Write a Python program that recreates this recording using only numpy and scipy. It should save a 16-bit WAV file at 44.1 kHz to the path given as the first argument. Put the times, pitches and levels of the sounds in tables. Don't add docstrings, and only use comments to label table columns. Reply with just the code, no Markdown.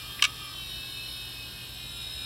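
import sys
import numpy as np
from scipy import signal
from scipy.fft import rfft, irfft
from scipy.io import wavfile

SR = 44100
rng = np.random.default_rng(int(sys.argv[2]) if len(sys.argv) > 2 else 0)


def generate_wav(sig):
    pcm = np.round(np.clip(np.atleast_2d(sig).T, -1, 1) * 32767).astype(np.int16)
    wavfile.write(sys.argv[1], SR, pcm)


N = 99225
TIME = np.arange(N) / SR
FREQS = np.maximum(np.fft.rfftfreq(N, 1 / SR), 1)

# (time [s], speed [turns/s])
SPINDLE_SPEED = [(0.0, 80), (0.225, 80.68), (0.375, 80.2), (0.45, 79.59), (0.525, 78.11), (0.675, 76.04),
                 (0.75, 75.25), (0.9, 74.49), (1.05, 74.46), (1.275, 73.57), (1.575, 72.6), (1.95, 69.72),
                 (2.1, 69.14), (2.25, 69.0)]
# (frequency [Hz], bandwidth [Hz], gain [dB])
CASE_MODES = [(1230, 290, -17.5), (1676, 360, -16.5), (2360, 115, -16.5), (2600, 156, -9), (3097, 350, -8),
              (3590, 390, -11.5), (3748, 116, 0), (4110, 65, -7.5), (4350, 210, -13), (5170, 108, -4),
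              (5730, 330, -16.5), (7670, 365, -16.5), (9080, 326, -17), (11120, 53, -11.5),
              (11480, 540, -16), (12978, 600, -23.5), (14400, 470, -26.5)]
# (harmonic [number], relative level [dB])
BALL_PASS_HARMONICS = [(4, -50), (5, -51.5), (6, -45.5), (7, -43.5), (8, -43.5), (9, -51), (10, -56),
                       (11, -57), (12, -49.5), (22, -45.5), (24, -44), (25, -46.5), (26, -47), (28, -44),
                       (30, -48.5), (31, -52.5), (32, -45), (35, -45), (40, -48)]
# (order [cycles/turn], relative level [dB])
BEARING_ORDERS = [(14.49, -49), (15.55, -56.5), (21.98, -47), (31.96, -51.5), (36.63, -56), (37.29, -49.5),
                  (39.45, -53.5), (40.5, -46.5), (42.62, -52.5), (43.96, -46), (49.43, -43), (50.49, -48.5),
                  (54.42, -42.5), (55.48, -40.5), (59.41, -45.5), (60.48, -39), (64.41, -51),
                  (65.94, -45.5), (69.4, -47.5), (70.47, -49), (74.42, -45), (75.48, -45.5), (113.54, -44),
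                  (131.85, -42.5), (150.98, -53)]
# (time [s], whine gain [dB], hiss gain [dB])
SPINDLE_GAINS = [(0, 2.5, 1.5), (.33, -1, 1), (.46, 0.5, 0.5), (.66, 1, -0.5), (.9, 0, -1), (1.1, 1, -1.5),
                 (1.35, -1.5, -1), (1.62, 0, -1.5), (1.85, -0.5, -2), (2.03, -0.5, -1), (2.25, 1, -1)]
# (frequency [Hz], relative level [dB])
RUMBLE_SPECTRUM = [(15, -24), (30, -20), (43, -13), (54, 4.5), (66, -5), (82, -5.5), (100, -12), (140, -11),
                   (175, -12), (220, -17), (290, -15.5), (390, -19), (500, -23), (900, -23), (2000, -34),
                   (8000, -35)]
# (time [s], level [dB])
SKATE_LEVEL = [(0, -62), (.12, -55), (.2, -53), (.25, -80)]
# (frequency [Hz], bandwidth [Hz], gain [dB])
RUBBED_ARM_MODES = [(1154, 26, -4), (1181, 8.9, 1), (1255, 9.1, 6)]
# (time [s], level [dB])
RUBBED_ARM_LEVEL = [(0, -56.5), (.21, -54), (.265, -40.5), (.33, -58), (.42, -52.5), (.52, -53), (.6, -60),
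                    (.68, -88)]
# (time [s], impulse level [dB], low-pass corner [Hz])
ARM_CONTACTS = [(.2231, -13, 15000), (.2240, -8, 6000), (0.225, -5, 3840), (.2269, -15.5, 7000),
                (.2292, -24, 3000), (.2397, -12.5, 14000), (0.2424, -9.5, 5000), (.2432, -19, 3000),
                (.2480, -11, 4500), (.2520, -8.5, 3940)]
# (frequency [Hz], gain [dB], 60 dB decay time [s])
STRUCK_ARM_MODES = [(1190, -21.5, .1), (1252, -29, 0.084), (1693, -16, 0.02), (2261, -10.5, 0.027),
                    (2824, 3.5, 0.0051), (2800, -17, 0.023), (3125, -19, 0.024), (3743, -16, 0.035),
                    (4000, -17, 0.024), (5500, -6, 0.0051), (5893, -19, 0.047), (6680, -18, 0.0072),
                    (7704, -11.5, .014), (9270, -18.5, 0.0059)]
# (frequency [Hz], relative level [dB])
CHASSIS_SPECTRUM = [(700, -50), (950, -22), (1200, -9), (2000, -7), (2700, 4), (4000, -5.5), (6000, -6.5),
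                    (8000, -18), (11000, -19), (16000, -28)]


def from_db(db):
    return 10 ** (np.asarray(db) / 20)


def unit_rms(x):
    return x / np.sqrt(np.mean(x ** 2) + 1e-20)


def envelope(rows, column=1):
    return np.interp(TIME, [row[0] for row in rows], [row[column] for row in rows])


def spectrum(points):
    hz, db = np.transpose(points)
    return from_db(np.interp(np.log(FREQS), np.log(hz), db))


def noise(gain):
    return irfft(rfft(rng.standard_normal(N)) * gain, N)


def band_limit(x, order, hz, kind):
    return signal.sosfilt(signal.butter(order, hz, kind, fs=SR, output="sos"), x)


def drift(hz, hop=100, settle=500):
    pole = np.exp(-2 * np.pi * hz * hop / SR)
    white = rng.standard_normal(N // hop + settle + 2)
    slow = signal.lfilter([1], [1, -2 * pole, pole ** 2], white)[settle:]
    return np.interp(np.arange(N) / hop, np.arange(len(slow)), unit_rms(slow))


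def resonance(hz, width_hz):
    return 1 / (1 + (np.sqrt(2) - 1) * (2 * (FREQS - hz) / width_hz) ** 2)


def case_response(floor_db=-30, dip_db=-7):
    power = sum((from_db(db) * resonance(hz, width)) ** 2 for hz, width, db in CASE_MODES)
    antiresonance = from_db(dip_db * resonance(hz=6240, width_hz=340))
    return np.sqrt(power + from_db(floor_db) ** 2) * antiresonance


def bearing_tones(turns, passes_per_turn=(4.9905, 5.0002), antiphase_s=1.72):
    turns_from_null = turns - np.interp(antiphase_s, TIME, turns)
    for harmonic, db in BALL_PASS_HARMONICS:
        phase = rng.random()
        for bearing, passes in enumerate(passes_per_turn):
            order = harmonic * passes
            yield order, db, order * turns_from_null + phase + bearing / 2
    for order, db in BEARING_ORDERS:
        yield order, db, order * turns + rng.random()


def bearing_whine(speed, turns, case, waver_hz=3.5, waver_db=2, slip_rad=0.12):
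    load_s, rise_s, unloaded_db = 0.52, 0.078, -4.5
    unloaded = (1 - np.tanh((TIME - load_s) / rise_s)) / 2
    whine = np.zeros(N)
    for order, db, cycles in bearing_tones(turns):
        if order > 47:
            db = db + unloaded_db * unloaded
        tone = np.sqrt(2) * np.cos(2 * np.pi * cycles + slip_rad * drift(waver_hz))
        radiation = np.interp(order * speed, FREQS, case)
        whine += from_db(db + waver_db * drift(waver_hz)) * radiation * tone
    return from_db(-0.5) * whine


def rubbing_hiss(turns, case, case_contrast=0.72, rolloff_hz=11100, throb_depth=0.13):
    hiss = noise(case ** case_contrast / np.hypot(1, FREQS / rolloff_hz))
    throb = 1 + throb_depth * np.cos(2 * np.pi * turns)
    return from_db(-33.5) * hiss * throb


def flaw_overtones(speed, turns, case, rise_db_per_order=0.035, scatter_db=3.5):
    comb = np.zeros(N)
    for order in range(14, 215):
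        db = -59.5 + rise_db_per_order * order + scatter_db * rng.standard_normal()
        radiation = np.interp(order * speed, FREQS, case)
        comb += from_db(db) * radiation * np.cos(2 * np.pi * (order * turns + rng.random()))
    return np.sqrt(2) * comb


def spindle():
    speed = envelope(SPINDLE_SPEED)
    turns = np.cumsum(speed) / SR
    case = case_response()
    whine = bearing_whine(speed, turns, case)
    rubbing = rubbing_hiss(turns, case) + flaw_overtones(speed, turns, case)
    return from_db(envelope(SPINDLE_GAINS, 1)) * whine + from_db(envelope(SPINDLE_GAINS, 2)) * rubbing


def room(hum_hz=120):
    hum = np.sqrt(2) * np.sin(2 * np.pi * (hum_hz * TIME + rng.random()))
    rumble = unit_rms(noise(spectrum(RUMBLE_SPECTRUM)))
    return from_db(-48.5) * rumble + from_db(-53.5) * hum


def head_skate():
    level_db = np.interp(TIME, *np.transpose(SKATE_LEVEL), right=-np.inf)
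    return from_db(level_db) * unit_rms(noise(resonance(hz=12400, width_hz=2800)))


def rubbed_arm():
    response = sum(from_db(db) * resonance(hz, width) for hz, width, db in RUBBED_ARM_MODES)
    return from_db(envelope(RUBBED_ARM_LEVEL)) * unit_rms(noise(response))


def arm_swish(peak_s=0.1966, spread_s=0.0042):
    scrape = band_limit(rng.standard_normal(N), order=3, hz=[1680, 3300], kind="band")
    swell = np.exp(-0.5 * ((TIME - peak_s) / spread_s) ** 2)
    return from_db(-34.5) * unit_rms(scrape) * swell


def damped_mode(force, hz, t60_s):
    radius, angle = from_db(-60 / (t60_s * SR)), 2 * np.pi * hz / SR
    return signal.lfilter([0, np.sin(angle)], [1, -2 * radius * np.cos(angle), radius ** 2], force + 1e-18)


def decay(t60_s):
    return from_db(-60 * TIME / t60_s)


def arm_clatter():
    force = np.zeros(N)
    for time_s, db, corner_hz in ARM_CONTACTS:
        impulse = from_db(db) * (np.arange(N) == int(time_s * SR))
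        softness = np.exp(-2 * np.pi * corner_hz / SR)
        force += signal.lfilter([1 - softness], [1, -softness], impulse + 1e-18)
    modes = sum((-1) ** k * from_db(db) * damped_mode(force, hz, t60_s)
                for k, (hz, db, t60_s) in enumerate(STRUCK_ARM_MODES))
    burst = from_db(-8) * rng.standard_normal(N) * decay(t60_s=0.0041)
    crack = band_limit(burst, order=4, hz=2170, kind="high")
    chassis = from_db(-21.5) * unit_rms(noise(spectrum(CHASSIS_SPECTRUM))) * decay(t60_s=0.089)
    clatter = modes + signal.fftconvolve(force, crack + chassis)[:N]
    return band_limit(clatter, order=8, hz=1090, kind="high")


def scene():
    return (spindle() + rubbed_arm() + head_skate() + arm_clatter() + arm_swish() + room())[None]


def record(dry, cutoff_hz=15750):
    return signal.sosfilt(signal.ellip(10, 0.1, 80, cutoff_hz, fs=SR, output="sos"), dry)


dry = scene()
out = record(dry)
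generate_wav(out)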